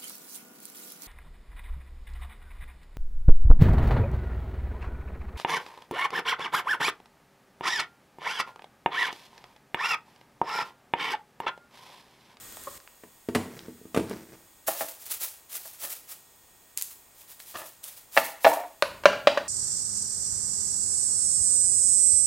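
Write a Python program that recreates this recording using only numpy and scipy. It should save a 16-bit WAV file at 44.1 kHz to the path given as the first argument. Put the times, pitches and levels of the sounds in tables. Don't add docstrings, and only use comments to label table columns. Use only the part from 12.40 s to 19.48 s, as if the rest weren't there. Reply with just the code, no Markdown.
import sys
import numpy as np
from scipy import signal
from scipy.fft import rfft, irfft, next_fast_len
from scipy.io import wavfile
from scipy.ndimage import uniform_filter1d

SR = 44100
rng = np.random.default_rng(int(sys.argv[2]) if len(sys.argv) > 2 else 0)


def output_pcm(signal):
    pcm = np.clip(np.atleast_2d(signal).T, -1, 1) * 32767
    wavfile.write(sys.argv[1], SR, np.round(pcm).astype(np.int16))


N = 312265

# start in seconds, level in dB, treble in dB (higher is brighter).
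POT_BLOWS = [(0.636, -32, -19.5), (0.887, -13.5, -26.5), (0.949, -15, -9), (0.953, -9, -18.5),
             (0.96, -10, -24.5), (1.059, -26.5, -24), (1.283, -25.5, -31), (1.414, -37, -29),
             (1.454, -31.5, -33), (1.546, -14.5, -16.5), (1.563, -12.5, -20), (1.574, -5.5, -24.5),
             (1.595, -13.5, -24.5), (1.711, -19, -23)]
EMPTY_TRAY_BLOWS = [(2.284, -13.5, -22.5), (2.409, -16, -17), (3.255, -37.5, -20), (5.767, -8, -13),
                    (5.774, 3, -9.5), (6.046, -2.5, -10.5), (6.05, 1.5, -12.5), (6.063, -1.5, -26.5),
                    (6.068, -1, -21.5), (6.075, -9, -13)]
PACKED_TRAY_BLOWS = [(6.424, -9, -10), (6.637, -29.5, -2.5), (6.656, 2.5, -9), (6.731, -20, -10),
                     (6.872, 0, -10), (6.974, -10.5, -9)]
# start in seconds, level in dB.
TIP_TAPS = [(6.4242, -7)]
COOKER_RUBS = [(0.27, -27)]
# start in seconds, level in dB, pitch in Hz.
TICKS_AND_SNAPS = [(0.125, -27, 8240), (0.17, -24.5, 6800), (0.171, -32.5, 700), (0.2377, -26, 7460),
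                   (0.3763, -29.5, 3750), (0.402, -34.5, 2000), (0.476, -32, 1760), (1.192, -26.5, 2340),
                   (1.697, -26, 6000), (2.658, -27, 12000), (3.2782, -29, 11960), (3.4972, -23, 13300),
                   (4.3858, -19, 8720), (4.375, -6, 8000), (4.413, -16.5, 7600), (4.4236, -7.5, 11100),
                   (5.002, -30, 2130), (5.441, -19.5, 8540)]
# start in seconds, rise time in seconds, level in dB.
DIG_STROKES = [(.97, .06, -58), (1.08, 0.088, -45.5), (1.19, 0.065, -52), (1.62, 0.11, -44.5),
               (1.73, 0.053, -48.5), (1.87, 0.064, -51.5)]
PRESS_STROKES = [(2.264, 0.016, -26.5), (2.33, 0.083, -31.5), (2.47, 0.023, -38.5), (2.56, 0.063, -45),
                 (2.651, .011, -39), (2.69, 0.026, -29.5), (2.79, .047, -29.5), (3.085, 0.075, -33.5),
                 (3.22, 0.046, -39.5), (3.325, 0.01, -45), (3.38, 0.07, -33), (3.49, 0.027, -34),
                 (3.668, 0.041, -38.5), (4.502, 0.006, -45.5), (4.73, 0.082, -49), (4.86, 0.055, -44),
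                 (4.99, 0.01, -43.5), (5.03, 0.077, -43.5), (5.11, .085, -40.5), (5.235, 0.03, -42.5),
                 (5.428, .014, -39), (5.45, 0.034, -40), (5.555, 0.016, -44), (5.71, 0.074, -32.5),
                 (5.815, 0.037, -34), (6.0, 0.097, -32.5), (6.125, 0.013, -37.5)]
SQUISH_STROKES = [(2.272, 0.0094, -30.5), (2.395, 0.022, -37), (3.415, 0.027, -42), (5.14, 0.019, -33),
                  (5.185, .035, -41)]
LANDING_STROKES = [(4.371, 0.0023, -38), (4.405, 0.011, -43.5)]

# pitch in Hz, level in dB, seconds to fade by 60 dB.
POT_NOTES = [(98.6, -21, 0.25), (133, -18, 0.14), (195, -14.5, 0.15), (243.6, 2, 0.072), (278, -11, 0.14),
             (327, -3.5, 0.11), (416, -9, 0.052), (438, 9.5, 0.032), (576, 0, 0.034), (647, -4.5, 0.11),
             (909, -0.5, 0.095), (1190, 14.5, 0.023)]
EMPTY_TRAY_NOTES = [(303.7, -12, 0.073), (494, -37, 0.018), (564.5, -3.5, 0.056), (652.7, 1, 0.092),
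                    (796, -3.5, 0.066), (886, -15.5, 0.14), (1103, -3, 0.03), (1380, -9, 0.057),
                    (1710, 1, 0.028), (1803, -8.5, 0.031), (2120, -25, 0.032), (2340, -4, .025),
                    (2664, -3, 0.06), (3080, -33, 0.026)]
PACKED_TRAY_NOTES = [(432, -24, 0.13), (573.7, 2, 0.095), (600.4, 0.5, 0.088), (663, -16, 0.26),
                     (791, -20, 0.11), (907, -21, 0.084), (1026, -1, 0.027), (1150, 3, 0.023),
                     (1440, -22, 0.0077), (1770, -8, 0.071), (2110, -18.5, 0.039), (2447, -3, 0.035),
                     (2750, -45, 0.01), (4000, -9, 0.0062)]
TIP_NOTES = [(1466, -8, 0.057), (1526, -6, 0.043), (3710, -1, 0.0073), (4270, -5.5, 0.015),
             (10500, -8, 0.0044)]
BLADE_NOTES = [(620, -6.5, 0.071), (714, 1.5, 0.13), (804, -7, .07), (922, 3, 0.075), (1370, -13, .03),
               (1770, -3, 0.025)]
COOKER_NOTES = [(548, 2.5, 0.028), (820, -8, .02), (1100, 5, .03), (1140, -4, 0.058)]

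# frequency in Hz, strength there in dB.
POT_CLACK_COLOUR = [(150, -18.5), (600, 0), (1900, -1), (3200, -8), (5000, -15), (9000, -14.5),
                    (16000, -25)]
TRAY_CLACK_COLOUR = [(150, -26.5), (600, -8.5), (1500, 1), (2600, -5.5), (4300, -13), (6000, -22.5),
                     (9000, -33), (16000, -45)]
CRACKLE_COLOUR = [(180, -51), (300, -18.5), (656, -9.5), (885, -9.5), (1100, -11.5), (1230, -9),
                  (1640, -9.5), (1900, -9.5), (2030, -8.5), (3830, -7.5), (14500, -4.5), (16000, -5.5)]
DRAG_COLOUR = [(35, -41.5), (60, -6), (202, -1.5), (255, -20), (327, 3), (396, -3), (778, -15), (1500, -15),
               (2120, -15.5), (3240, -27), (6000, -22), (7800, -51), (13200, -120)]
SQUISH_COLOUR = [(35, -55), (60, -18.5), (279, -16.5), (322, -5.5), (428, -15.5), (594, 1.5), (932, -8.5),
                 (1220, -3.5), (1560, -16.5), (1760, -3), (2160, -20), (2540, -13), (8000, -30),
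                 (10400, -55), (17600, -120)]
CRINKLE_COLOUR = [(300, -20), (1200, -10), (2500, -5.5), (4500, -2), (9000, -3), (16000, -6.5)]
THUD_COLOUR = [(25, -17), (60, -14), (120, -7), (190, 1.5), (280, 1), (500, -23), (2000, -80)]
ECHO_COLOUR = [(100, 8.5), (300, 9), (570, -3.5), (900, 4), (1300, -4), (3500, -1.5), (9000, 3),
               (16000, -0.5)]
ROOM_HISS_COLOUR = [(12, -41), (20, -7.5), (98, -6), (198, -9), (388, -8.5), (698, -8.5), (897, -7),
                    (1660, -14), (1910, -15.5), (2460, -13), (2670, -15), (6010, -16.5), (7950, -12),
                    (10200, -16.5), (16000, -10.5)]
EARLY_HISS_COLOUR = [(12, -23), (20, 3.5), (802, -5), (897, -7.5), (1030, -2.5), (1860, -5.5),
                     (2260, -7.5), (3340, -6.5), (6010, -7.5), (8180, -1.5), (9950, -9), (13900, -3),
                     (16000, -6)]
RUMBLE_COLOUR = [(25, -24), (60, -1), (110, -2), (250, -8), (700, -17), (3000, -45), (16000, -71.5)]

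# frequency in Hz, seconds to fade by 60 dB.
ECHO_TIMES = [(150, 0.54), (550, 0.46), (1400, 0.51), (3700, 0.46), (10000, 0.42), (16000, 0.57)]
# multiple of WHINE_HZ, level in dB after the first 0.38 s.
WHINE_TONES = [(5, -74.5), (9, -78), (18, -70.5), (20, -76.5), (21, -82), (22, -72), (23, -78), (25, -73),
               (34, -80), (36, -77), (37, -76), (40, -79)]
# frequency in Hz, level of the sides against the middle in dB.
HISS_WIDTH = [(60, -3.5), (110, -7), (200, -6.5), (380, -8), (700, -11.5), (1290, -11.5), (2380, -9.5),
              (4400, -7), (8120, -10.5), (15000, -10)]

WHINE_HZ, TOP_HZ = 375, 15900


def paddle_knocks(blows, notes, clack_colour, ring_db, clack_db, clack_fade_s, contact_hz, low_cut_hz,
                  echo_db, ring_echo_db):
    track, t = np.zeros(N), np.arange(SR // 7) / SR
    bass_cut = signal.butter(3, low_cut_hz, "high", fs=SR)
    for start, db, treble_db in blows:
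        body = amp(db + ring_db) * ring(notes, t, contact_hz * amp(treble_db / 2))
        clack_fade = amp(db + clack_db + treble_db - 60 * t / clack_fade_s)
        clack = clack_fade * coloured(rng.standard_normal(len(t)), clack_colour)
        body, clack = signal.lfilter(*bass_cut, [body, clack])
        add(track, start, body + clack)
        add(track, start, kitchen_echo(amp(ring_echo_db) * body + clack, echo_db))
    return track


def tip_click():
    track, t = np.zeros(N), np.arange(SR // 7) / SR
    for start, db in TIP_TAPS:
        click = amp(db + 0.5) * ring(TIP_NOTES, t, contact_hz=15000)
        add(track, start, click)
        add(track, start, kitchen_echo(click))
    return track


def blade_judder(start_s=6.08, length_s=0.18, level_db=-27, fade_db_per_s=85):
    t, age = np.arange(SR // 7) / SR, np.arange(N) / SR - start_s
    touching = (age > 0) * (age < length_s)
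    pressure = touching * amp(level_db - fade_db_per_s * np.abs(age))
    slips = pressure * ticks(per_second=460, spread_db=1.5)
    bass_cut = signal.butter(2, 450, "high", fs=SR)
    blade = signal.lfilter(*bass_cut, ring(BLADE_NOTES, t, contact_hz=1954))
    return signal.fftconvolve(slips, blade / np.linalg.norm(blade))[:N]


def sticky_rice(fizz_hz=9500):
    digging = strokes(DIG_STROKES, fade_db_per_s=111)
    pressing = strokes(PRESS_STROKES, fade_db_per_s=145)
    crackle = sticky_crackle()
    fizz = unit(filtered(crackle, lambda hz: 1 / (1 + (fizz_hz / (hz + 1)) ** 4)))
    fizz_gain = amp(-6) * np.sqrt(pressing / amp(-31))
    drag = coloured(ticks(per_second=400, spread_db=0), DRAG_COLOUR)
    in_pot = digging * (amp(1) * drag + amp(-11) * crackle)
    on_film = pressing * (amp(-2) * crackle + fizz_gain * fizz)
    return in_pot + on_film


def sticky_crackle():
    clumps = np.interp(np.arange(N), np.linspace(0, N, N // 350), rng.standard_normal(N // 350))
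    fine = ticks(per_second=5000, spread_db=3.5) * amp(2.3 * clumps)
    standouts = amp(-11) * ticks(per_second=130, spread_db=2.5)
    blur = amp(-3) * rng.standard_normal(N)
    return coloured(fine + standouts + blur, CRACKLE_COLOUR)


def rice_squish():
    pressure = amp(-1) * strokes(SQUISH_STROKES, fade_db_per_s=215)
    return pressure * coloured(ticks(per_second=2000, spread_db=5.5), SQUISH_COLOUR)


def ticks_and_snaps(decay_s=0.00045, sharpness=0.56):
    track, t = np.zeros(N), np.arange(SR // 50) / SR
    for start, db, pitch_hz in TICKS_AND_SNAPS:
        burst = rng.standard_normal(len(t)) * np.exp(-t / decay_s)
        click = filtered(
            burst, lambda hz: (1 + 1j * sharpness * (hz / pitch_hz - pitch_hz / (hz + 1))) ** -2)
        add(track, start, amp(db - 1) * click / np.max(np.abs(click)))
    return track + kitchen_echo(track)[:N]


def film_crinkle():
    weight = amp(1) * strokes(LANDING_STROKES, fade_db_per_s=172)
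    return weight * coloured(ticks(per_second=1500, spread_db=3.5), CRINKLE_COLOUR)


def cooker_rub(length_s=0.013):
    track, t = np.zeros(N), np.arange(SR // 7) / SR
    for start, db in COOKER_RUBS:
        friction = rng.standard_normal(len(t)) * np.exp(-(t / length_s) ** 4)
        rub = signal.fftconvolve(friction, ring(COOKER_NOTES, t, contact_hz=1550))
        add(track, start, amp(db) * rub / np.max(np.abs(rub)))
    return track + kitchen_echo(track)[:N]


def counter_thuds(empty_db=-46, packed_db=-50, fade_s=0.29):
    track, t = np.zeros(N), np.arange(SR // 3) / SR
    for blows, gain_db in (EMPTY_TRAY_BLOWS, empty_db), (PACKED_TRAY_BLOWS, packed_db):
        for start, db, _ in blows:
            thud = coloured(rng.standard_normal(len(t)), THUD_COLOUR)
            add(track, start, amp(db + gain_db - 60 * t / fade_s) * thud)
    return track


def kitchen_echo(sound, echo_db=-6, build_s=0.00045):
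    hz, t, noise = signal.stft(rng.standard_normal(SR * 2 // 5), SR, nperseg=256)
    tail_db = value_at(ECHO_COLOUR, hz)[:, None] - 60 * t / value_at(ECHO_TIMES, hz)[:, None]
    _, tail = signal.istft(noise * amp(tail_db), SR, nperseg=256)
    age = np.arange(len(tail)) / SR
    tail *= 1 - np.exp(-(age / build_s) ** 2)
    return amp(echo_db) * signal.fftconvolve(sound, tail / np.linalg.norm(tail))


def background(early_until_s=0.38, early_whine_db=10, rumble_from_s=6.424):
    t = np.arange(N) / SR
    early = uniform_filter1d(1. * (t < early_until_s), size=400)
    whine = sum(amp(db) * np.sqrt(2) * np.sin(2 * np.pi * (multiple * WHINE_HZ * t + rng.random()))
                for multiple, db in WHINE_TONES)
    whine *= amp(early * early_whine_db)
    room_hiss = amp(-56.5) * coloured(rng.standard_normal((2, N)), ROOM_HISS_COLOUR)
    early_hiss = amp(-46.5) * coloured(rng.standard_normal((2, N)), EARLY_HISS_COLOUR)
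    middle, side = (1 - early) * room_hiss + early * early_hiss
    side = filtered(side, lambda hz: amp(value_at(HISS_WIDTH, hz)))
    rumble = amp(-55) * (t > rumble_from_s) * coloured(rng.standard_normal(N), RUMBLE_COLOUR)
    return middle + whine + rumble + np.array([side, -side])


def ring(notes, t, contact_hz):
    hz, db, fade_s = np.transpose(notes)[:, :, None]
    tones = amp(db - 60 * t / fade_s) * np.cos(2 * np.pi * hz * t)
    treble_cut = signal.butter(3, min(contact_hz, TOP_HZ), fs=SR)
    sound = signal.lfilter(*treble_cut, tones.sum(axis=0))
    return sound / np.max(np.abs(sound))


def strokes(table, fade_db_per_s, hold_s=0.0052, let_go_db=3, let_go_s=0.012):
    t, power = np.arange(N) / SR, np.zeros(N)
    for start, rise_s, db in table:
        part = slice(round(start * SR), round(start * SR) + SR // 2)
        age = np.abs(t[part] - start)
        swell = np.minimum(age / rise_s, 1) ** 0.97
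        since_hold = np.maximum(age - rise_s - hold_s, 0)
        drop_db = let_go_db * (1 - np.exp(-since_hold / let_go_s)) + fade_db_per_s * since_hold
        power[part] += (swell * amp(db - drop_db)) ** 2
    return np.sqrt(power)


def ticks(per_second, spread_db):
    happens = rng.random(N) < per_second / SR
    size = amp(spread_db * np.clip(rng.standard_normal(N), -2.5, 2.5))
    return unit(happens * size * rng.choice([-1, 1], N))


def coloured(sound, colour):
    return unit(filtered(sound, lambda hz: amp(value_at(colour, hz))))


def filtered(sound, gain_at):
    length = sound.shape[-1]
    padded = next_fast_len(length + 8192)
    hz = np.fft.rfftfreq(padded, 1 / SR)
    return irfft(rfft(sound, padded) * gain_at(hz), padded)[..., :length]


def value_at(table, hz):
    row_hz, values = np.transpose(table)
    return np.interp(np.log(hz + 1), np.log(row_hz + 1), values)


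def amp(db):
    return 10 ** (np.asarray(db) / 20)


def unit(sound):
    return sound / np.sqrt(np.mean(sound ** 2) + 1e-20)


def add(track, start_s, sound):
    part = track[max(round(start_s * SR), 0):][:len(sound)]
    part += sound[:len(part)]


def scene():
    pot = paddle_knocks(
        POT_BLOWS, POT_NOTES, POT_CLACK_COLOUR, ring_db=-3.5, clack_db=2.5,
        clack_fade_s=0.052, contact_hz=2270, low_cut_hz=71, echo_db=-4, ring_echo_db=-6)
    empty_tray = paddle_knocks(
        EMPTY_TRAY_BLOWS, EMPTY_TRAY_NOTES, TRAY_CLACK_COLOUR, ring_db=-1, clack_db=-3.5,
        clack_fade_s=0.041, contact_hz=3990, low_cut_hz=443, echo_db=-5, ring_echo_db=-4.5)
    packed_tray = paddle_knocks(
        PACKED_TRAY_BLOWS, PACKED_TRAY_NOTES, TRAY_CLACK_COLOUR, ring_db=1.5, clack_db=0,
        clack_fade_s=0.039, contact_hz=3790, low_cut_hz=169, echo_db=-3, ring_echo_db=-8)
    knocks = pot + empty_tray + packed_tray + tip_click() + counter_thuds()
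    rubs = blade_judder() + cooker_rub()
    rice = sticky_rice() + rice_squish()
    return knocks + rubs + rice + ticks_and_snaps() + film_crinkle() + background()


def record(dry):
    return filtered(np.clip(dry, -1, 1), lambda hz: hz < TOP_HZ)


dry = scene()
out = record(dry)
output_pcm(out)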